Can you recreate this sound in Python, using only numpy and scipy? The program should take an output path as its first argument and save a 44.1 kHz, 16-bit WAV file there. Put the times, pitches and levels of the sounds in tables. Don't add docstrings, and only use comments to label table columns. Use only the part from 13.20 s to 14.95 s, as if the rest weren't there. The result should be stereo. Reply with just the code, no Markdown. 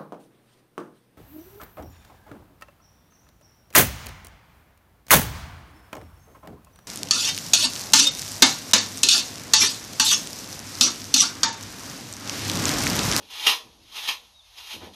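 import sys
import numpy as np
from scipy import signal
from scipy.fft import rfft, irfft
from scipy.io import wavfile
from scipy.ndimage import uniform_filter1d

SR = 44100
rng = np.random.default_rng(int(sys.argv[2]) if len(sys.argv) > 2 else 0)


def elevation(decibels):
    levels = np.asarray(decibels, float)
    return 10 ** (levels / 20)


def int16_out(signal):
    q = np.round(np.clip(np.atleast_2d(signal).T, -1, 1) * 32767)
    wavfile.write(sys.argv[1], SR, q.astype(np.int16))


N = 77175


def colour(x, table, scale=1):
    hz, db = np.array(table, float).T
    grid = np.maximum(np.arange(2049) * SR / 4096, 1)
    log_gain = np.interp(np.log(grid), np.log(hz), db * scale) * np.log(10) / 20
    cepstrum = irfft(log_gain)
    cepstrum[1:2048] *= 2
    cepstrum[2049:] = 0
    impulse = irfft(np.exp(rfft(cepstrum)))
    return signal.fftconvolve(x, impulse)[:len(x)]


def unit(x):
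    return x / np.sqrt(np.mean(x ** 2))


def ticks(per_s, spread_db):
    present = rng.random(N) < per_s / SR
    sign = np.sign(rng.standard_normal(N))
    return unit(present * sign * elevation(spread_db * rng.exponential(size=N)))


def walk(hz):
    k = int(SR / hz)
    return unit(uniform_filter1d(uniform_filter1d(rng.standard_normal(N), k), k))


def burst(start, db, rise, decay):
    u = np.arange(N) / SR - start
    return elevation(db) * np.clip(u / rise, 0, 1) * np.exp(-np.maximum(u - rise, 0) / decay)


def ring(x, modes):
    out = 0
    for hz, db, t60 in modes:
        pole = np.exp(2j * np.pi * hz / SR - np.log(1000) / (t60 * SR))
        mode = signal.lfilter([1, 0, -1], [1, -2 * pole.real, abs(pole) ** 2], x)
        out = out + elevation(db) * mode / np.sqrt(t60)
    return out


def body(x, env, table, modes, ring_db):
    direct = colour(x * env, table) / np.std(colour(x, table))
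    ringing = ring(x * env, modes) / np.std(ring(x, modes))
    return direct + elevation(ring_db) * ringing


def pair(n):
    shared_hz, apart_db = 584, -3
    low, high = (signal.butter(1, shared_hz, kind, fs=SR) for kind in ("low", "high"))
    apart = rng.standard_normal((2, n))
    bass = rng.standard_normal(n) + elevation(apart_db) * apart[::-1]
    return signal.lfilter(*low, bass) + signal.lfilter(*high, apart)


# (f/Hz, level/dB, t60/s)
BAR_MODES = [(482.5, -2.5, 0.43), (812, -24, 0.36), (1018, -26, 0.11), (1212, -11, 0.13), (2324, -8, 0.59),
             (2626, 7, 0.75), (2705, 14, 0.51), (2816, 7, 0.16), (3164, 8.5, 0.095), (3442, 10, 0.067),
             (3650, -12, .1), (3980, -4.5, 0.05), (4830, 4.5, 0.067), (6180, -7.5, 0.045)]


def strike_bar(x, env, table, ring_db):
    damping = 0.36
    modes = [(hz, db, t60 * damping) for hz, db, t60 in BAR_MODES]
    return body(x, env, table, modes, ring_db)


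# (t/s, level/dB)
PRESSURE = [(0.095, -54.5), (0.104, -42), (0.189, -38), (0.258, -27.5), (.3, -46), (.6, -70),
            (0.726, -48.5), (0.755, -39), (.78, -36), (0.869, -35.5), (.91, -47.5), (1.21, -74.5),
            (1.363, -53), (1.387, -41.5), (1.429, -49), (1.538, -34.5), (1.565, -51), (1.65, -49.5)]
# (f/Hz, level/dB)
SCRAPE_COLOUR = [(220, -38.5), (550, -19), (950, -10), (1500, -14), (2250, -11), (2600, -6), (3800, -3),
                 (4500, -11.5)]


def scrape():
    judder_db, judder_hz, lift_s = 1.3, 110, 0.038
    t = np.arange(N) / SR
    s, db = np.array(PRESSURE).T
    press = elevation(np.interp(t, s, db) + judder_db * walk(judder_hz))
    press = press * np.exp(-np.maximum(t - s[-1], 0) / lift_s)
    next_stroke = burst(1.728, -49.5, 0.008, lift_s)
    grit = ticks(per_s=9000, spread_db=2)
    return strike_bar(grit, press + next_stroke, SCRAPE_COLOUR, ring_db=-16)


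# (t/s, crack level/dB, chatter level/dB, chatter decay/s, low level/dB)
SLAPS = [
    (0.264, -13, -21, 0.034, -1),
    (0.289, -30.5, -26, 0.027, 3.5),
    (0.873, -29, -31.5, 0.011, -4),
    (.883, -27.5, -31, 0.031, 2),
]
# (f/Hz, level/dB)
SLAP_COLOUR = [(200, -35.5), (620, -14.5), (1050, -3), (1500, -13.5), (2200, -9), (2600, -4.5),
               (4000, -4.5), (4500, -10.5)]


def slaps():
    rise_s, crack_s = 0.0055, 0.0052
    chatter = ticks(per_s=3300, spread_db=2.5) + 0.73 * rng.standard_normal(N)
    out = 0
    for start, crack_db, chatter_db, decay, low_db in SLAPS:
        env = burst(start, crack_db, rise_s, crack_s) + burst(start, chatter_db, rise_s, decay)
        hit = strike_bar(chatter, env, SLAP_COLOUR, ring_db=-8.5)
        out = out + colour(hit, [(1200, low_db), (2200, 0)])
    return out


# (t/s, level/dB, rise/s, decay/s, brightest f/Hz)
SLUMPS = [
    (0, -50, 0.0017, 0.034, 970),
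    (0.419, -52, 0.041, 0.1, 288),
    (.575, -59.5, 0.037, 0.11, 254),
    (1.0, -63, 0.028, 0.078, 193),
    (1.529, -41.5, 0.038, 0.024, 378),
    (1.598, -43, 0.028, 0.026, 3050),
    (1.665, -47.5, 0.0067, 0.029, 860),
]
# (f/Hz, level/dB)
SLUMP_COLOUR = [(40, -25), (82, -9.5), (134, -19), (195, -6), (300, -5.5), (540, -8.5), (800, -5),
                (2000, -17)]
# (f/Hz, level/dB, t60/s)
BOARD_MODES = [(82, -3.5, 0.06), (188, -7.5, 0.066), (470, -17, 0.022), (552, 4, 0.023)]


def mortar():
    lumps = ticks(per_s=4000, spread_db=1.5)
    out = 0
    for *shape, brightest_hz in SLUMPS:
        thud = body(lumps, burst(*shape), SLUMP_COLOUR, BOARD_MODES, ring_db=-9)
        out = out + signal.lfilter(*signal.butter(2, brightest_hz, fs=SR), thud)
    return out


# (t/s, length/s, start f/Hz, end f/Hz, level/dB)
CHIRPS = [
    (1.136, 0.066, 3817, 3760, -61),
    (1.19, 0.025, 3800, 3350, -56.5),
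    (1.222, 0.045, 3650, 3620, -63.5),
]


def bird():
    t = np.arange(N) / SR
    out = 0
    for start, length, hz0, hz1, db in CHIRPS:
        u = np.clip((t - start) / length, 0, 1)
        swell = np.sqrt(np.sin(np.pi * u) + 1e-12) * (u < 1)
        phase = 2 * np.pi * np.cumsum(hz0 + (hz1 - hz0) * u) / SR
        out = out + elevation(db) * swell * np.sin(phase)
    return out


def room(x):
    t60_s, low_t60_s, first_echo_s = 0.17, 0.49, 0.00091
    room_db, near_low_db, tail_low_db = 3.5, 5.5, -0.5
    u = np.arange(SR // 2) / SR
    noise = pair(SR // 2)
    low = signal.lfilter(*signal.butter(2, 330, fs=SR), noise)
    tail = (noise - low) * elevation(-60 * u / t60_s) + low * elevation(-60 * u / low_t60_s)
    spec = rfft(tail * (u > first_echo_s))
    even = uniform_filter1d(abs(spec) ** 2, size=31, axis=1)
    tail = irfft(spec * np.sqrt(even.mean() / even), len(u))
    tail = tail / np.sqrt(np.mean(np.sum(tail ** 2, axis=1))) * elevation(room_db)
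    near, far = (colour(x, [(550, db), (900, 0)]) for db in (near_low_db, tail_low_db))
    echoes = signal.fftconvolve(far[None], tail, axes=1)[:, :N]
    return (near + echoes) / np.sqrt(1 + elevation(2 * room_db))


# (f/Hz, level/dB)
AIR_COLOUR = [(25, -27), (50, -8.5), (95, -15.5), (130, -34.5), (420, -31.5), (750, -18), (1800, -29),
              (3600, -20.5)]


def air():
    top_hz = 11600
    table = AIR_COLOUR + [(top_hz, AIR_COLOUR[-1][1]), (top_hz + 2000, -45)]
    hush = unit(np.array([colour(side, table) for side in pair(N)]))
    rumble = signal.lfilter(*signal.butter(2, 300, fs=SR), hush)
    hiss = hush - rumble
    return elevation(-61) * (rumble * elevation(-1 * walk(4.4)) + hiss * elevation(1.0 * walk(5.7)))


def scene():
    song = bird()
    indoors = room(scrape() + slaps() + mortar() + elevation(-4.5) * song)
    return indoors + song * np.array([[.6], [1]]) + air()


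def top_cut(x):
    return signal.sosfilt(signal.butter(12, 15700, fs=SR, output="sos"), x)


# (f/Hz, level/dB)
TREBLE = [(6700, 5), (7150, -6.5), (7500, -9.5), (8100, -6), (11500, -2), (13800, -9), (14900, -21),
          (15600, -71)]
# (f/Hz, level/dB)
LEAN = [(60, -3), (380, -1), (800, 1), (1300, 3), (2400, -2.5), (4400, -8), (8000, 1.5), (14000, 12.5)]


def record(dry):
    ports = [colour(colour(v, TREBLE), LEAN, scale=side) for v, side in zip(dry, (.5, -.5))]
    return top_cut(np.array(ports))


dry = scene()
out = record(dry)
int16_out(out)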